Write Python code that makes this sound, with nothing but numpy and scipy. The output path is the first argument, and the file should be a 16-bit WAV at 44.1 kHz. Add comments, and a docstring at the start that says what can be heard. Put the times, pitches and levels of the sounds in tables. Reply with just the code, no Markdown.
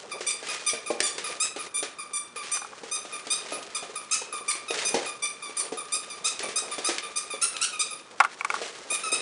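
"""Puppies and a squeaky toy

Indoors in a pen, at one mono microphone: a puppy chews a squeaky toy about three times a second.
Each bite drives air out through the reed; the toy answers with a weaker, falling squeak as it refills.
Paws thump (ringing floor modes) and scuff (shaped noise) over newspaper and blankets.
Close by, something taps the camera's case, faintly early on and hard late on."""
import sys
import numpy as np
from scipy import signal
from scipy.fft import rfft, irfft, next_fast_len
from scipy.io import wavfile

SR = 44100
rng = np.random.default_rng(int(sys.argv[2]) if len(sys.argv) > 2 else 0)


def materialize(psi):
    """Save the field psi as 16-bit PCM at rate SR to the path in sys.argv[1].

    A 1-D psi becomes a single channel; in a 2-D psi each row is a channel.
    """
    bounded = np.clip(np.atleast_2d(psi).T, -1, 1)
    quanta = np.round(bounded * 32767).astype(np.int16)
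    wavfile.write(sys.argv[1], SR, quanta)


N = 406161


def gain_of(db):
    """Decibels to amplitude."""
    return 10 ** (np.asarray(db) / 20)


def evened(x):
    """Scales to an rms of 1."""
    return x / np.sqrt(np.mean(x ** 2) + 1e-20)


def read_table(points, hz):
    """Reads a table along a logarithmic frequency axis."""
    f, value = np.transpose(points)
    return np.interp(np.log(hz + 1), np.log(f + 1), value)


def add(mix, s, sound):
    """Mixes a sound in at time s."""
    part = mix[max(round(s * SR), 0):][:len(sound)]
    part += sound[:len(part)]


def noise(size):
    """White noise."""
    return rng.standard_normal(size)


def coloured(x, spectrum):
    """Gives x a spectrum, at an rms of 1."""
    size = next_fast_len(len(x), True)
    gain = gain_of(read_table(spectrum, np.fft.rfftfreq(size, 1 / SR)))
    return evened(irfft(rfft(x, size) * gain, size)[:len(x)])


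def wander(size, hz):
    """Chance of unit spread that changes up to hz times a second."""
    place = np.arange(size) * 2 * hz / SR
    knots = noise(int(place[-1]) + 2)
    # straight lines between knots lose spread; the last factor restores it
    return np.interp(place, np.arange(len(knots)), knots) * np.sqrt(3 / 2)


# The pen when nothing moves. Each row: frequency in Hz, relative level in dB per Hz.
ROOM_TONE = [(30, -15.5), (90, -13.5), (170, -5), (400, -3), (750, -11.5), (1200, 1.5), (2000, -14.5),
             (5000, -26.5), (10000, -30)]


def room_tone():
    """The still room is steady noise with the room's own spectrum, at an rms of -54 dB."""
    return gain_of(-54) * coloured(noise(N), ROOM_TONE)


# Paws on blankets. Each row: frequency in Hz, relative level in dB per Hz.
SCUFF = [(30, -37), (90, -30), (160, -10.5), (280, -6.5), (430, 5), (700, -0.5), (1100, -7), (2000, -19),
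         (10000, -40.5)]
# Newspaper underfoot. Each row: frequency in Hz, relative level in dB per Hz.
RUSTLE = [(200, -18), (700, -3.5), (1400, 2), (2000, 4), (3500, 1.5), (6000, 0), (10000, -6.5)]
# A paw slides and drags the bedding. Each row: start in seconds, length in seconds,
# newspaper rustle in dB before the paper gain, blanket scuff in dB.
SLIDES = [(0.441, 0.22, -41, -47.5), (0.96, 0.25, -56, -66), (1.23, 0.16, -45.5, -46.5),
          (1.417, 0.1, -48, -49), (1.597, 0.099, -48, -52), (2.415, 0.2, -46.5, -54.5),
          (3.33, 0.38, -51.5, -47), (4.729, 0.13, -36.5, -44), (4.946, 0.16, -45, -46),
          (5.56, 0.13, -48, -45.5), (6.383, 0.15, -49.5, -46), (6.797, 0.13, -48, -50),
          (6.89, 0.13, -47, -45), (7.365, 0.31, -54, -54.5), (8.492, 0.23, -46, -44.5),
          (9.113, 0.14, -49, -49)]
# The litter's constant shuffling. Each row: time in seconds, level in dB before the paper's offset and gain.
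SHUFFLE = [(0.0, -49), (0.62, -52.5), (0.74, -52), (1.08, -50), (2.25, -58), (2.77, -51.5), (3.67, -48.5),
           (4.08, -52.5), (4.67, -52.5), (4.9, -42), (5.26, -54), (6.75, -47.5), (7.85, -54.5), (9.21, -45)]
# A slide swells and dies in one arch: share of its length at the peak, exponent (lower is fuller)
SLIDE_PEAK_AT, SLIDE_SHAPE = 0.38, 0.54
SHUFFLE_CLOTH_DB, SHUFFLE_PAPER_DB, PAPER_GAIN_DB = 0, -5, 7.5


def movement():
    """Friction is uneven noise on cloth and lumpy noise on newspaper, always faint, swelling with each slide."""
    shuffle_db = np.interp(np.arange(N) / SR, *np.transpose(SHUFFLE))
    on_cloth, on_paper = np.zeros((2, N))
    for s, length, paper_db, cloth_db in SLIDES:
        share = np.arange(0, length, 1 / SR) / length
        progress = np.interp(share, [0, SLIDE_PEAK_AT, 1], [0, .5, 1])
        speed = abs(np.sin(np.pi * progress)) ** SLIDE_SHAPE
        add(on_cloth, s, gain_of(cloth_db) * speed)
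        add(on_paper, s, gain_of(paper_db) * speed)
    lumps, crumples, grain = wander(N, 25), wander(N, 35), wander(N, 400)
    scuff = coloured(noise(N) * gain_of(3.14 * lumps), SCUFF)
    paper = coloured(noise(N) * gain_of(2.3 * crumples + 2.7 * grain), RUSTLE)
    # slides and shuffling add as powers
    scuff *= np.hypot(on_cloth, gain_of(shuffle_db + SHUFFLE_CLOTH_DB))
    paper *= np.hypot(on_paper, gain_of(shuffle_db + SHUFFLE_PAPER_DB))
    return scuff + gain_of(PAPER_GAIN_DB) * paper


def pressure(t, length, rise, fall):
    """Air pressure in the toy: a quick rise, a hold, and a fall once the stroke ends (times in seconds)."""
    build_up = 1 - np.exp(-t / rise)
    return build_up / (1 + np.exp(np.minimum((t - length) / fall, 50)))


# Air rushing past the reed. Each row: frequency in Hz, relative level in dB per Hz.
AIR = [(500, -26.5), (1300, -23), (3000, -14), (5500, 2.5), (7500, -6.5), (9600, -17), (11000, -3)]


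def reed(hz, rough, partials, flutter, fray, rasp, air_db):
    """A buzzing reed; overblown, its partials flicker and split, and more air hisses by."""
    size = len(hz)
    turns = np.cumsum(hz * (1 + flutter * rough * wander(size, 200))) / SR
    # the reed also twists, far more slowly, which puts side lines beside each partial
    twist = np.sin(2 * np.pi * rng.uniform(.2, .36) * turns) * rough ** 2
    tone = np.zeros(size)
    for k in range(1, 10):
        phase = k * turns + rng.random() + .035 * k * twist
        flicker, slip, uneven = wander(size, 150), wander(size, 150), wander(size, 150)
        unrest = fray * rough * (k / 4) ** .25
        line = (1 + unrest * flicker) * np.cos(2 * np.pi * phase + unrest * slip)
        # strong and weak beats alternate: a line halfway to the next partial
        half_line = rasp * rough * uneven * np.cos(2 * np.pi * (phase + turns / 2))
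        partial_db = read_table(partials, k * hz) + 2.53 * rng.standard_normal()
        tone += gain_of(partial_db) * (line + half_line)
    air = gain_of(air_db) * rough * coloured(noise(size), AIR)
    return evened((evened(tone) + air) / np.sqrt(1 + rough ** 2))


# The reed blown inwards. Each row: frequency in Hz, strength of a partial there in dB before its random offset.
REED_IN = [(1200, 1.5), (2400, 2), (3600, -3), (4800, -4.5), (6000, -9), (7200, -10.5), (8400, -11.5),
           (9600, 5.5), (10500, -1.5)]
# The toy draws air back in. Each row: start in seconds, length in seconds,
# level in dB before the mix gain and fade, settled pitch in Hz.
REFILLS = [(0.115, 0.025, -38, 1176), (0.486, 0.035, -36.5, 1215), (0.859, 0.046, -40, 1189),
           (1.24, 0.056, -39, 1193), (1.586, 0.043, -40, 1205), (1.985, 0.047, -42.5, 1182),
           (2.36, 0.065, -42.5, 1177), (3.122, 0.05, -41, 1190), (3.517, 0.051, -40, 1222),
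           (3.955, 0.033, -38, 1192), (4.325, 0.062, -39, 1190), (4.681, 0.049, -37.5, 1224),
           (5.06, 0.05, -39.5, 1189), (5.423, 0.072, -43, 1165), (5.771, 0.049, -40, 1186),
           (6.099, 0.046, -43, 1173), (6.427, 0.044, -40, 1170), (6.713, 0.038, -39, 1182),
           (7.024, 0.051, -42.5, 1183), (7.302, 0.056, -40, 1177), (7.538, 0.056, -43, 1253),
           (7.726, 0.039, -40, 1232), (7.907, 0.04, -39.5, 1208), (9.034, 0.063, -35, 1275)]
# The squeak starts sharp by a share of the pitch, passes the settled pitch at a share of the stroke,
# goes on sinking to the end, and loses some dB per stroke length
REFILL_SHARP, REFILL_SETTLE_AT, REFILL_FADE_DB = 0.04, 0.699, 4.5


def refills():
    """The toy swells back, and its squeak sags as the suction fades."""
    out, t = np.zeros(N), np.arange(SR // 8) / SR
    for s, length, db, settled_hz in REFILLS:
        stroke = t / length
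        hz = settled_hz * (1 + REFILL_SHARP * (1 - np.minimum(stroke, 1) / REFILL_SETTLE_AT))
        tone = reed(hz, 0.35, REED_IN, flutter=0.028, fray=1.0, rasp=0.055, air_db=-3.5)
        suction = pressure(t, length, rise=0.0014, fall=0.0032)
        add(out, s, gain_of(db - REFILL_FADE_DB * stroke) * suction * tone)
    return out


def ring(t, hz, peak_s):
    """A damped resonance whose envelope swells to 1 at peak_s and dies away."""
    return t / peak_s * np.exp(1 - t / peak_s) * np.sin(2 * np.pi * hz * t)


# Modes of the covered floor. Each row: frequency in Hz before random detuning, relative level in dB,
# t60 in seconds.
FLOOR_MODES = [(246.5, -13.5, 0.18), (308, 0, 0.053), (394, 0, 0.091), (456.6, 6, 0.036), (562, 2, 0.061),
               (740, 3.5, 0.039), (953, -5.5, 0.053)]
# Paws and toys landing on the floor. Each row: start in seconds, nominal peak in dB before the mix gain,
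# main pitch in Hz, paper crackle in dB relative to the thump before its gain.
THUMPS = [(0.206, -30.5, 437, -10), (0.426, -32, 620, -12.5), (0.733, -25, 445, -16.5),
          (0.903, -15, 579, -26), (1.003, -25, 366, -16), (1.18, -29.5, 410, -8), (1.562, -26, 414, -17),
          (1.826, -24.5, 446, -12), (2.358, -40, 450, -6), (2.833, -29, 430, -18), (3.05, -32, 430, -17),
          (3.268, -29.5, 447, -17.5), (3.521, -23.5, 444, -18.5), (3.825, -31, 687, -15),
          (3.893, -36, 447, -20), (4.216, -31, 914, -17), (4.335, -35.5, 440, -22), (4.408, -36, 1094, -28),
          (4.552, -37, 1090, -7.5), (4.704, -23.5, 476, -18), (4.942, -12, 470, -20.5),
          (4.964, -18.5, 533, -24), (5.494, -36.5, 447, -13), (5.721, -22, 460, -22.5),
          (6.401, -32, 414, -9.5), (6.438, -31.5, 520, -16), (6.486, -28, 444, -13.5),
          (6.622, -34, 780, -25), (6.732, -36, 425, -8), (6.781, -23.5, 418, -17), (6.888, -20, 347, -12),
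          (7.337, -28.5, 537, -22), (8.615, -26.5, 457, -13.5), (9.123, -24, 557, -22)]
CRACKLE_GAIN_DB = 10.5


def thumps():
    """A soft blow rings the floor and crushes the paper that lies on it."""
    out, t = np.zeros(N), np.arange(SR // 7) / SR
    for s, db, hz, crackle_db in THUMPS:
        floor = np.zeros(len(t))
        for mode_hz, level, t60 in FLOOR_MODES:
            swing = np.sin(2 * np.pi * (mode_hz * rng.uniform(0.882, 1.124) * t + rng.random()))
            floor += gain_of(level - 60 * t / t60) * swing
        body = 0.5 * floor * (1 - np.exp(-t / 0.00096)) + 0.68 * ring(t, hz, peak_s=0.0039)
        crush = np.exp(-t / 0.027) * (1 - np.exp(-t / 0.0012))
        paper = coloured(noise(len(t)), RUSTLE) * crush
        add(out, s, gain_of(db) * (body + gain_of(crackle_db + CRACKLE_GAIN_DB) * paper))
    return signal.sosfilt(signal.butter(1, 150, "high", fs=SR, output="sos"), out)


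# The reed blown outwards. Each row: frequency in Hz, strength of a partial there in dB before its random offset.
REED_OUT = [(1200, -3.5), (2400, 0), (3600, -1.5), (4800, -0.5), (6000, 0.5), (7100, -2), (8400, 2),
            (9500, 8), (10500, -7.5)]
# One bite a row. Each row: start in seconds, length in seconds, level in dB before the mix gain and tremble,
# pitch at full pressure in Hz before flutter and catch, roughness from 0 to 1.
BITES = [(0.264, 0.05, -27, 1190, 0.45), (0.663, 0.046, -25, 1212, 0.44), (1.025, 0.059, -29, 1189, 0.4),
         (1.4, 0.047, -24.5, 1267, 0.24), (1.741, 0.06, -30, 1185, 0.19), (2.132, 0.053, -30.5, 1191, 0.17),
         (2.515, 0.05, -28.5, 1203, 0.21), (2.912, 0.061, -30, 1249, 0.24),
         (3.301, 0.041, -24.5, 1227, 0.33), (3.747, 0.028, -28.5, 1233, 0.46),
         (4.11, 0.045, -24, 1307, 0.84), (4.479, 0.039, -26.5, 1193, 0.54), (4.848, 0.047, -28, 1240, 0.44),
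         (5.221, 0.045, -29, 1174, 0.28), (5.567, 0.044, -27, 1216, 0.48), (5.92, 0.044, -26, 1219, 0.32),
         (6.243, 0.0408, -24, 1277, 0.7), (6.557, 0.037, -23, 1254, 0.4), (6.844, 0.041, -25.5, 1248, 0.36),
         (7.158, 0.029, -26, 1222, 0.45), (7.414, 0.039, -23, 1380, 0.8), (7.611, 0.042, -24.5, 1447, 0.86),
         (7.792, 0.032, -25, 1220, 0.45), (8.9, 0.057, -27, 1239, 0.5), (9.116, 0.038, -25.5, 1287, 0.38)]
# A bite starts near the reed's own pitch, bends up to full pressure and sinks as the jaws stop:
# own pitch in Hz, share of the bend at the start, two shares of the stroke, final sag as a share of the pitch
REED_HZ, START_BEND, FULL_AT, EASE_AT, END_SAG = 1175.7, 0.25, 0.504, 0.84, 0.022
# Late in the stroke a rough reed catches: place and width as shares of the stroke,
# jump as a share of the pitch per unit of roughness
CATCH_AT, CATCH_WIDTH, CATCH_JUMP = 0.863, 0.2, 0.0903
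# The jaws build up pressure, hold it unsteadily and let go
BITE_RISE_S, BITE_FALL_S, BITE_TREMBLE_DB = 0.0035, 0.0051, 0.5


def bites():
    """Closing jaws bend the pitch up; late in a rough stroke the reed catches, jumps in pitch and breaks up."""
    out, t = np.zeros(N), np.arange(SR // 8) / SR
    for s, length, db, full_hz, rough in BITES:
        stroke = t / length
        start_hz = REED_HZ + START_BEND * (full_hz - REED_HZ)
        bend_hz = [start_hz, full_hz, full_hz, start_hz * (1 - END_SAG)]
        hz = np.interp(stroke, [0, FULL_AT, EASE_AT, 1.3], bend_hz)
        catch_at = CATCH_AT + rng.uniform(-0.12, 0.097)
        catch = np.exp(-((stroke - catch_at) / CATCH_WIDTH) ** 4)
        hz = hz * (1 + rng.choice([-1, 1]) * CATCH_JUMP * min(rough, .5) * catch)
        growth = np.interp(stroke, [.35, .85], [.5, 1.05])
        breakup = np.minimum(rough * (growth + .8 * catch), 1)
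        tone = reed(hz, breakup, REED_OUT, flutter=.022, fray=1.1, rasp=.38, air_db=-7)
        tremble_db = BITE_TREMBLE_DB * wander(len(t), 48.3)
        push = pressure(t, length, BITE_RISE_S, BITE_FALL_S)
        add(out, s, gain_of(db + tremble_db) * push * tone)
    return out


# Sharp snaps of claws and paper. Each row: start in seconds, nominal peak in dB before the mix gain.
SNAPS = [(1.004, -23.5), (1.0115, -42), (1.181, -39), (1.5625, -46), (3.2702, -40.5), (3.628, -44),
         (4.7072, -33.5), (6.3926, -33), (6.4357, -47), (6.789, -40), (6.983, -32.5), (7.566, -34)]


def snaps():
    """Claws and paper give very short bright cracks: shaped noise that dies within milliseconds."""
    out, t = np.zeros(N), np.arange(SR // 20) / SR
    spectrum = [(500, -18.5), (2000, -1.5), (3900, 2.5), (5500, -3), (10000, -6.5)]  # Hz, dB per Hz
    for s, db in SNAPS:
        crack = coloured(noise(len(t)), spectrum)
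        add(out, s, gain_of(db) * crack * np.exp(-t / 0.0034))
    return out


# Modes of the camera's case. Each row: frequency in Hz before random detuning, relative level in dB,
# t60 in seconds.
CASE_MODES = [(852, -3.5, 0.028), (1144, -1.5, 0.032), (1388, 2.5, 0.019), (1680, -26, 0.019),
              (2197, 0, 0.015), (2530, -5, 0.011)]
# Contacts with the case, right at the microphone. Each row: start in seconds, nominal peak in dB before
# the mix gain, frequency rung most strongly in Hz, upper modes and tick in dB before their fixed offsets.
TAPS = [(2.571, -28, 1150, -17, -7), (2.618, -28.5, 965, -18, -14), (2.647, -30, 980, -21, -20),
        (2.731, -35, 988, -17, -25), (8.202, -4, 1380, -5, -18.5), (8.207, -7, 867, -5, -37),
        (8.238, -20, 1600, -13, -13), (8.248, -15, 1500, -5, -19), (8.409, -24.5, 1310, 5, -14),
        (8.447, -17, 1170, -1, -12), (8.502, -19, 1370, 1.5, -13.5), (8.541, -19, 970, -13, -15),
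        (8.563, -28, 1320, -13, -14)]


def taps():
    """Each contact ticks, rings the heavily damped plastic case and chatters briefly."""
    out, t = np.zeros(N), np.arange(SR // 12) / SR
    chatter_spectrum = [(300, -12), (800, 1.0), (1300, 8.5), (2400, -11), (3500, -12), (8000, -62)]
    for s, db, hz, upper_db, tick_db in TAPS:
        case = np.zeros(len(t))
        for mode_hz, level, t60 in CASE_MODES:
            # where the case is touched decides which modes answer
            reach_db = upper_db + 3.5 if mode_hz > 2000 else -9 * abs(np.log2(mode_hz / hz))
            swing = np.sin(2 * np.pi * (mode_hz * rng.uniform(.95, 1.05) * t + rng.random()))
            case += gain_of(level + reach_db - 60 * t / t60) * swing
        case *= 1 - np.exp(-t / 0.0014)
        chatter = coloured(noise(len(t)), chatter_spectrum) * np.exp(-t / 0.014)
        tick = gain_of(tick_db - 1.5) * noise(len(t)) * np.exp(-t / 0.0049)
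        add(out, s, gain_of(db) * (0.77 * case + tick + 0.098 * chatter))
    return out


def through_case(x):
    """The hardest taps are rounded off, and so small a case gives off no bass."""
    ceiling = .58
    rounded = ceiling * np.tanh(x / ceiling)
    return signal.sosfilt(signal.butter(3, 450, "high", fs=SR, output="sos"), rounded)


# The room's decay. Each row: frequency in Hz, t60 in seconds.
ROOM_T60 = [(200, 0.29), (1200, 0.55), (3000, 0.46), (6000, 0.32), (10000, 0.28)]


def room(x, early_share):
    """Floor and walls give a few reflections, then a diffuse tail; the paths shift as the puppies move."""
    t, out = np.arange(N) / SR, np.zeros(N)
    for k in range(3):
        # about 3000 random reflections a second, thinned out by the decay in each band
        reflections = noise(SR // 2) * (rng.random(SR // 2) < 3000 / SR)
        reflections[:SR // 150] = 0
        hz, age, z = signal.stft(reflections, SR, nperseg=256)
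        decay = gain_of(-60 * age / read_table(ROOM_T60, hz)[:, None])
        echo = signal.istft(z * decay, SR, nperseg=256)[1]
        echo /= np.linalg.norm(echo)
        early = rng.integers(SR // 1000, SR // 60, size=8)
        echo[early] += early_share * rng.choice([-1, 1], size=8) / np.sqrt(8)
        # three sets of paths take turns at constant total power
        share = np.sqrt(2 / 3) * np.cos(np.pi * (t + k / 3))
        out += signal.oaconvolve(x * share, echo)[:N]
    return out


def scene():
    """Toy and paws sound in the room; the taps are right at the microphone."""
    still = room_tone()
    scuffing = movement()
    toy = gain_of(2) * bites() + gain_of(7) * refills()
    paws = gain_of(-2.5) * thumps() + gain_of(12.5) * snaps()
    case = through_case(gain_of(7.0) * taps())
    to_room = gain_of(-4.0) * toy + gain_of(-7.5) * paws + gain_of(-27) * case
    reverb = room(to_room, early_share=0.38)
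    mono = toy + paws + case + reverb + scuffing + still
    return np.array([mono, mono])


def record(dry):
    """The microphone loses the deepest bass; then a steep low-pass at 10120 Hz sets the band limit."""
    thin = signal.sosfilt(signal.butter(2, 45, "high", fs=SR, output="sos"), dry)
    band_limit = signal.firwin(601, 10120, window=("kaiser", 7), fs=SR)
    return signal.oaconvolve(thin, band_limit[None], "same", axes=1)


dry = scene()
out = record(dry)
materialize(out)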